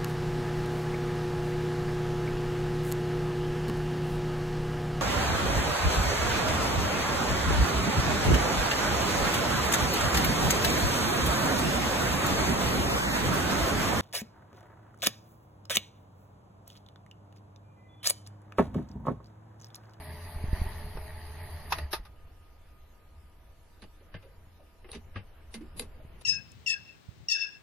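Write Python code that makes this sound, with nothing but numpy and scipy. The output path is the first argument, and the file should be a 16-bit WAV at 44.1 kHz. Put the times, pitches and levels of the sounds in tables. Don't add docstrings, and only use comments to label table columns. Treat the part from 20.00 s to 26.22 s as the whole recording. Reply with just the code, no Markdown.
import sys
import numpy as np
from scipy import signal
from scipy.fft import rfft, irfft, next_fast_len
from scipy.io import wavfile
from scipy.ndimage import uniform_filter1d, map_coordinates

SR = 44100
rng = np.random.default_rng(int(sys.argv[2]) if len(sys.argv) > 2 else 0)


def gain_from_db(level_db):
    decades = np.asarray(level_db, float) / 20
    return 10 ** decades


def output_pcm(signal):
    pcm = np.clip(np.atleast_2d(signal).T, -1, 1) * 32767
    wavfile.write(sys.argv[1], SR, np.round(pcm).astype(np.int16))


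N = 274467

# (frequency [Hz], likeness [-1 to 1])
NEAR_LIKENESS = [(60, 0.78), (180, 0.94), (540, 0.8), (1630, 0.89), (4880, -0.061), (14700, 0.068)]
OFF_S = 1.79
USUAL_DB = -42
TOP_HZ = 14330


def unit(x):
    return x / np.sqrt(np.mean(x ** 2) + 1e-20)


def along(points, hz):
    f, v = np.transpose(points)
    return np.interp(np.log(hz + 1), np.log(f + 1), v)


def curve(points):
    s, v = np.transpose(points)
    return np.interp(np.arange(N) / SR, s, v)


def wobble(rate):
    t = np.arange(0, N + 128, 128) / SR
    knots = rng.standard_normal(400)
    return np.interp(np.arange(N) / SR, t, map_coordinates(knots, [t * min(rate, 60)]))


def filtered(x, response):
    m = next_fast_len(x.shape[-1] + 2048)
    return irfft(rfft(x, m) * response(np.fft.rfftfreq(m, 1 / SR)), m)[..., :x.shape[-1]]


def resonant(modes):
    def response(f):
        total = 0
        for k, (hz, width, db) in enumerate(modes):
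            peak = 1j * f * width / (hz * hz - f * f + 1j * f * width)
            total = total + (-1) ** k * gain_from_db(db) * peak
        return total
    return response


def rush(gain, alike, patchy_db):
    z = signal.stft(rng.standard_normal((2, N)), nperseg=512)[2]
    patches = uniform_filter1d(rng.standard_normal(z.shape[1:]), size=5, axis=0)
    patches = uniform_filter1d(patches, size=10, axis=1)
    pair = signal.istft(z * gain_from_db(patchy_db * unit(patches)), nperseg=512)[1][:, :N]

    def mid_and_side(hz):
        turn = np.arccos(np.clip(along(alike, hz), -1, 1)) / 2
        return gain(hz) * np.array([np.cos(turn), np.sin(turn)])
    mid, side = filtered(pair, mid_and_side)
    return unit(np.array([mid + side, mid - side]))


def coloured_rush(points, alike, patchy_db):
    return rush(lambda hz: gain_from_db(along(points, hz)), alike, patchy_db)


def tones(lines, width_hz, sway_db):
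    peaks = lambda f: sum(gain_from_db(db) * np.exp(-((f - hz) / width_hz) ** 2) for hz, db in lines)
    total = np.sqrt(sum(gain_from_db(db) ** 2 for hz, db in lines))
    return total * gain_from_db(sway_db * wobble(7.6)) * unit(filtered(rng.standard_normal(N), peaks))


def steady(hz, drift_hz, sway_db):
    phase = 2 * np.pi * np.cumsum(hz + drift_hz * wobble(40)) / SR
    return np.sqrt(2) * gain_from_db(sway_db * wobble(12)) * np.sin(phase)


def cycle(hz, drift_hz):
    return 2 * np.pi * np.cumsum(hz + drift_hz * wobble(13)) / SR


def beat(phase, depth):
    return unit(np.exp(depth * np.cos(phase)))


def ringing(modes):
    return rush(lambda hz: np.abs(resonant(modes)(hz)) ** 2, NEAR_LIKENESS, patchy_db=2.5)


def motor():
    # (time [s], whirr level [dB])
    whirr_course = [
        (0.0, -50),
        (0.5, -52.5),
        (0.56, -46),
        (0.92, -52.5),
        (1.7, -52.5),
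        (1.79, -45.5),
        (1.9, -62.5),
        (1.98, -58),
        (2.12, -99),
    ]
    whirr_db = curve(whirr_course + [(2.2, -110)])
    since_off = np.maximum(np.arange(N) / SR - OFF_S, 0)
    sag_hz_per_s = 130
    frame = cycle(np.maximum(82 - sag_hz_per_s * since_off, 30), drift_hz=3.33)
    return (frame_hum(frame, since_off) + running_tones(whirr_db) + casing_whirr(frame, whirr_db)
            + brush_hiss(whirr_db, since_off))


def frame_hum(frame, since_off):
    t = np.arange(N) / SR
    fade_db_per_s, shudder_at_s, shudder_s = 50, 1.845, 0.032
    shudder_db = 15 * np.exp(-((t - shudder_at_s) / shudder_s) ** 2)
    level_db = -40.5 + shudder_db - fade_db_per_s * since_off
    turn_s, dip_s, depth = 0.13, 0.05, 0.42
    dips = 1 - depth * (t < OFF_S) * np.cos(2 * np.pi * (t - dip_s) / turn_s)
    return gain_from_db(level_db - 0.5) * dips * np.sin(frame)


def running_tones(whirr_db):
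    # (frequency [Hz], rms level [dB])
    steady_tones = [(150, -61.5), (227, -68), (284, -75), (598, -65.5), (630, -63), (660, -70), (705, -67.5),
                    (829, -68), (861, -65.5), (900, -65.5), (990, -72)]
    bar_note_db = np.minimum(whirr_db, -52) - 11
    bar_note = gain_from_db(bar_note_db) * steady(425, drift_hz=5.04, sway_db=4)
    return gain_from_db(whirr_db + 52) * tones(steady_tones, width_hz=8, sway_db=0.9) + bar_note


def casing_whirr(frame, whirr_db):
    # (frequency [Hz], width [Hz], level [dB])
    casing_modes = [(136, 45, 5), (599, 60, -2.5), (755, 20, -7.5), (880, 82, 1), (986, 37, 2),
                    (1140, 210, -2.5)]
    cover_modes = [(1730, 130, -0.5), (1900, 62, 4), (2130, 180, -3)]
    guard_modes = [(3920, 420, -4), (4676, 620, -1.5), (6556, 810, -6)]
    # (frequency [Hz], level [dB per Hz])
    whirr_colour = [(59, -39), (100, -4), (255, -16.5), (425, -11.5), (526, -41), (638, -9), (1360, -22.5),
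                    (1940, -14), (2320, -19), (4610, -29), (6800, -50), (8840, -76), (15000, -120)]
    cover = gain_from_db(-5 + 1.8 * wobble(18)) * beat(frame, depth=1.05) * ringing(cover_modes)
    belt = cycle(75, drift_hz=0.8)
    guard = gain_from_db(-8.5) * beat(belt, depth=0.18) * ringing(guard_modes)
    broad = gain_from_db(0.5) * coloured_rush(whirr_colour, NEAR_LIKENESS, patchy_db=-2.0)
    return gain_from_db(whirr_db - 2.5) * (ringing(casing_modes) + gain_from_db(-1.0) * cover + guard + broad)


def brush_hiss(whirr_db, since_off):
    # (frequency [Hz], level [dB per Hz])
    brush_colour = [(8000, -105), (8900, -17.5), (9380, -9.5), (10800, -3.5), (12300, -9.5), (13700, -8),
                    (14600, -7)]
    follows_whirr, fade_db_per_s = 0.4, 120
    level_db = -56.5 + follows_whirr * (whirr_db + 51.5) - fade_db_per_s * since_off
    bars = cycle(142, drift_hz=1.2)
    ride = gain_from_db(1.3 * wobble(40) + 0.9 * wobble(11)) * beat(bars, depth=0.55)
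    return gain_from_db(level_db + 5.5) * ride * coloured_rush(brush_colour, NEAR_LIKENESS, patchy_db=1.5)


def switch():
    # (time [s], peak [dB], hardness [dB], rattle time to fall 60 dB [s])
    snaps = [
        (0.971, -47, -9, 0.036),
        (1.722, -23.5, -6.5, 0.044),
        (1.7842, -36.5, -2, 0.027),
        (1.929, -28, 0, 0.092),
        (2.0499, -52.5, -2.5, 0.079),
    ]
    # (frequency [Hz], width [Hz], level [dB])
    box_parts = [
        [(8800, 470, -9), (10360, 1000, 12.5), (12840, 3300, 5.5)],
        [(1616, 144, -1), (1960, 127, -0.5), (2630, 310, -3.5)],
        [(420, 58, -4), (660, 450, -11), (900, 135, -0.5), (1216, 56, 3), (1463, 86, -3)],
        [(3720, 630, 3.5), (5200, 390, 3), (6240, 690, -5)],
    ]
    return strikes(snaps, box_parts, rise=0.0016, blow=1.5)


def key():
    # (time [s], peak [dB], hardness [dB], rattle time to fall 60 dB [s])
    contacts = [(3.8197, -50.5, -4.5, 0.1), (3.837, -52.5, -6, 0.04), (4.0049, -67, -25, 0.057),
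                (4.14, -43, -24, 0.12), (4.2247, -59.5, -11, 0.25), (4.6007, -69, -23, 0.057),
                (4.8429, -52.5, -44, 0.1), (4.8883, -50.5, -25, 0.074), (4.9143, -56.5, 8, 0.084),
                (4.928, -45.5, -6, 0.12), (4.9374, -50.5, -10, 0.13), (4.9471, -43.5, -7.5, 0.082),
                (5.1571, -39.5, -21, 0.14), (5.5403, -39.5, 0.5, 0.089), (5.6086, -59.5, -6.5, 0.14),
                (5.7656, -59, -1, 0.33), (5.7943, -36, 9.5, 0.027), (5.8181, -50.5, 5, 0.09),
                (6.2102, -58, 9, 0.43)]
    # (frequency [Hz], width [Hz], level [dB])
    steel_parts = [
        [(9820, 480, -13.5), (9900, 1900, -14), (10750, 2400, -24)],
        [(1620, 340, -4.5), (2070, 154, 3), (2480, 575, 0), (2940, 490, 0.5)],
        [(330, 126, 1.5), (480, 107, 3.5), (640, 100, -3.6), (824, 98, -3), (1103, 230, -6)],
        [(3770, 430, 3.5), (4780, 220, 2), (5580, 900, -5.5), (7760, 650, -10.5)],
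    ]
    return strikes(contacts, steel_parts, rise=0.00061, blow=0.74)


def strikes(events, parts, rise, blow):
    out, t = np.zeros((2, N + SR)), np.arange(SR // 6) / SR
    s, db, bright_db, t60 = np.transpose(events)[:, :, None, None]
    body_db = 0.23 * (USUAL_DB - db)
    upper_db = 0.41 * bright_db
    rattle = gain_from_db(-60 * t / np.maximum(t60, 0.005))
    shape = (blow * gain_from_db(-60 * t / 0.0034) + rattle) * (1 - np.exp(-t / rise))
    shares_db = (bright_db, 0, body_db, upper_db)
    likeness = (0.7, 0.69, 1.0, 0.11)
    total = 0
    for modes, share_db, same in zip(parts, shares_db, likeness):
        left, other = np.moveaxis(rng.standard_normal((len(events), 2, len(t))) * shape, 1, 0)
        right = same * left + np.sqrt(abs(1 - same ** 2)) * other
        ring = filtered(np.stack([left, right], axis=1), resonant(modes))
        ring = ring / np.abs(ring).max(axis=(1, 2), keepdims=True)
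        total = total + gain_from_db(db + share_db + 3.5) * ring
    for start, sound in zip(s.ravel(), total):
        out[:, round(start * SR):][:, :len(t)] += sound
    return out[:, :N]


def knocks():
    # (time [s], peak [dB], frequency [Hz], time to fall 60 dB [s])
    knock_notes = [(0.972, -29.5, 440, 0.017), (.972, -34, 900, 0.017), (1.722, -14.5, 954, 0.032),
                   (1.725, -32, 1074, 0.059), (1.933, -28.5, 353, 0.045), (1.934, -31.5, 620, 0.044),
                   (1.936, -28.5, 900, 0.064), (2.149, -68, 2920, .3), (3.823, -45.5, 227, 0.18),
                   (4.005, -54.5, 480, 0.15), (4.143, -34.5, 100, 0.15), (4.142, -44.5, 1627, 0.09),
                   (4.227, -52, 506, 0.34), (4.595, -54.5, 605, 0.17), (4.851, -45, 330, 0.093),
                   (4.949, -36.5, 229, 0.16), (4.955, -40.5, 420, 0.088), (5.156, -30, 101, 0.18),
                   (5.157, -38.5, 209, 0.15), (5.16, -38.5, 1620, 0.062), (5.162, -45, 1900, 0.06),
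                   (5.158, -36, 1185, 0.038), (5.549, -36.5, 226.7, 0.31), (5.608, -35.5, 313, 0.15),
                   (5.745, -46, 224, 0.35), (5.799, -39, 235.4, 0.2), (5.8, -39.5, 438, 0.16),
                   (6.0, -52, 624, 0.098)]
    out, t = np.zeros(N + SR), np.arange(SR // 4) / SR
    for s, db, hz, t60 in knock_notes:
        swell_s = 0.033 * t60
        rough_rad = min(1.58 * gain_from_db(0.73 * (USUAL_DB - db)), 2.2)
        bend = rough_rad * np.interp(t, np.linspace(0, 0.25, num=36), rng.standard_normal(36))
        fade = gain_from_db(db + 2.5 - 60 * t / t60) * (1 - np.exp(-t / swell_s))
        out[round(s * SR):][:len(t)] += fade * np.sin(2 * np.pi * hz * t + bend)
    return out[:N]


def ticks():
    # (time [s], peak [dB], high mode [Hz], low mode level [dB], left over right [dB])
    hard_hits = [
        (1.9322, -20.5, 11040, -14, -4),
        (3.8204, -56, 10300, 12, -13),
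        (4.9166, -27.5, 9570, -6.5, -2.5),
        (5.543, -41, 9400, -21, -1),
        (5.796, -16, 10740, -8, 0.5),
    ]
    low_hz, rise_s, t60_s = 4050, 0.0005, 0.005
    out, t = np.zeros((2, N + SR)), np.arange(SR // 50) / SR
    for s, db, high_hz, low_db, pan_db in hard_hits:
        high = np.sin(2 * np.pi * high_hz * t + [[0], [1.2]])
        low = gain_from_db(low_db) * np.sin(2 * np.pi * low_hz * t)
        fade = gain_from_db(db + 5.5 - 60 * t / t60_s + pan_db * np.array([[0.5], [-0.5]]))
        out[:, round(s * SR):][:, :len(t)] += fade * (1 - np.exp(-t / rise_s)) * (high + low)
    return out[:, :N]


def bumps():
    # (time [s], peak [dB], pitch [Hz])
    jolts = [(0.364, -24.5, 39.3), (.443, -18.5, 84), (0.486, -23, 56), (0.533, -11.5, 57.6),
             (0.619, -15, 54), (0.667, -20.5, 46), (0.696, -49, 50), (0.847, -29, 40.4),
             (0.957, -23.5, 40.3), (0.984, -28.5, 45.4), (2.001, -31.5, 46), (4.474, -41, 66.5),
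             (5.998, -36, 55.4), (6.053, -33, 75.5), (6.141, -45, 50.5)]
    out, t = np.zeros(N + SR), np.arange(SR // 8) / SR
    onset = 1 - np.exp(-(t / 0.00084) ** 2)
    for s, db, hz in jolts:
        sinking = 2 * np.pi * hz * 1.33 * t * np.exp(-t * 18)
        swing = -np.sin(sinking) * np.exp(-t * hz * 1.93)
        out[round((s - 0.003) * SR):][:len(t)] += gain_from_db(db - 1.0) * swing * onset
    return out[:N] * gain_from_db([[-0.9], [0.9]])


def walls(x):
    # (frequency [Hz], time to fall 60 dB [s])
    echo_times = [(200, 0.058), (2000, 0.11), (10000, 0.083)]
    hz, t, z = signal.stft(rng.standard_normal((2, SR // 2)), SR, nperseg=256)
    dying = gain_from_db(-60 * t / along(echo_times, hz)[:, None])
    tail = signal.istft(z * dying, SR, nperseg=256)[1]
    return signal.fftconvolve(x, tail / np.linalg.norm(tail[0]), axes=1)[:, :N]


def workshop():
    # (time [s], level over rest [dB])
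    hands = [(0.0, 0), (0.31, 4), (0.42, 15.5), (0.8, 16), (1.2, 6.5), (1.8, 12), (2.1, 3.5), (3.7, 0.5),
             (4.25, 3.5), (4.76, 1), (5.0, 4.5), (5.5, 6), (6.1, 9)]
    # (frequency [Hz], level [dB per Hz])
    air_colour = [(65, -49), (110, 1), (141, -6.5), (242, -6.5), (267, -13.5), (393, -8.5), (763, -12),
                  (965, -13), (1110, -16), (1200, -15), (1500, -17), (3000, -21), (3900, -37.5),
                  (6600, -120)]
    rumble_colour = [(12, -2.5), (20, -0.5), (48, -5.5), (81, -3), (90, -2.5), (97, -23.5), (130, -22),
                     (170, -84), (290, -120)]
    hiss_colour = [(1500, -17), (2500, -41), (3400, -2), (5200, -4.5), (6500, -7.5), (8300, -11),
                   (9500, -7), (13400, -6), (14400, -17)]
    # (frequency [Hz], likeness [-1 to 1])
    room_likeness = [(60, 0.94), (180, 0.79), (540, 0.57), (1630, 0.42), (4880, 0.13), (14700, 0.01)]
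    # (frequency [Hz], rms level [dB])
    fan_tones = [(73, -78), (146, -77), (307, -78), (393, -97), (660, -79.5), (958, -80.5), (1750, -85.5)]
    # (time [s], rms level [dB])
    whine_fade = [(3.1, -75), (3.5, -79.5)]
    busy_db = curve(hands)
    air_db = -68 + 0.74 * busy_db
    air = gain_from_db(air_db + 2.5) * coloured_rush(air_colour, room_likeness, patchy_db=1.3)
    hiss = gain_from_db(-73.5) * coloured_rush(hiss_colour, room_likeness, patchy_db=3.2)
    rumble_db = -61 + busy_db + 5 + 1.57 * wobble(3.22)
    rumble = gain_from_db(rumble_db) * coloured_rush(rumble_colour, [(30, 0.96)], patchy_db=0.3)
    whine = gain_from_db(curve(whine_fade)) * steady(1232, drift_hz=8.8, sway_db=2.5)
    fan = tones(fan_tones, width_hz=12, sway_db=0.6)
    return air + hiss + rumble + whine + fan


def scene():
    # (frequency [Hz], level [dB])
    near_colour = [(20, -1), (6000, 1), (7000, -3.5), (7800, -3.5), (8500, -40), (9000, -0.5), (14000, -8)]
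    hits = switch() + key() + knocks() + ticks()
    sources = hits + gain_from_db(-8) * walls(hits) + motor()
    heard = filtered(sources, lambda hz: gain_from_db(along(near_colour, hz)))
    return heard + bumps() + workshop()


def thin_and_grain(x, grain_db):
    # (frequency [Hz], level [dB])
    survival = [(4500, -33.5), (5500, -9.5), (6900, -12), (7400, -14), (8600, -11), (9300, -22),
                (14000, -20)]
    hz, _, z = signal.stft(x, SR, window="cosine", nperseg=2048)
    power = np.abs(z) ** 2
    band = np.repeat(power[:, :1024].reshape(2, 128, 8, -1).mean(axis=2), 8, axis=1)
    band = np.concatenate([band, band[:, -1:]], axis=1)
    loudness = power[:, (hz > 450) & (hz < TOP_HZ)].mean(axis=1, keepdims=True)
    over_db = 10 * np.log10(band / loudness + 1e-12) - along(survival, hz)[:, None]
    whim = np.kron(rng.standard_normal((129, z.shape[2] // 2 + 1)), np.ones((8, 2)))
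    over_db = over_db + 3 * whim[:len(hz), :z.shape[2]]
    survives = 1 / (1 + gain_from_db(np.clip(-20 * over_db, -99, 99)))
    kept = np.where(hz[:, None] > 4500, survives, 1)
    grain = signal.stft(rng.standard_normal(x.shape), SR, window="cosine", nperseg=2048)[2]
    share = gain_from_db(along(grain_db, hz)[:, None]) * np.sqrt(band / np.mean(np.abs(grain) ** 2))
    return signal.istft(kept * (z + share * grain), SR, window="cosine", nperseg=2048)[1][:, :N]


def top_cut(x):
    return signal.sosfilt(signal.butter(12, 15270, fs=SR, output="sos"), x)


def record(dry):
    limited = filtered(dry, lambda hz: hz < TOP_HZ)
    mix = thin_and_grain(limited, grain_db=[(200, -39), (1000, -14), (4000, -9.5), (10000, -3.0)])
    return top_cut(mix)


dry = scene()
out = record(dry)
output_pcm(out)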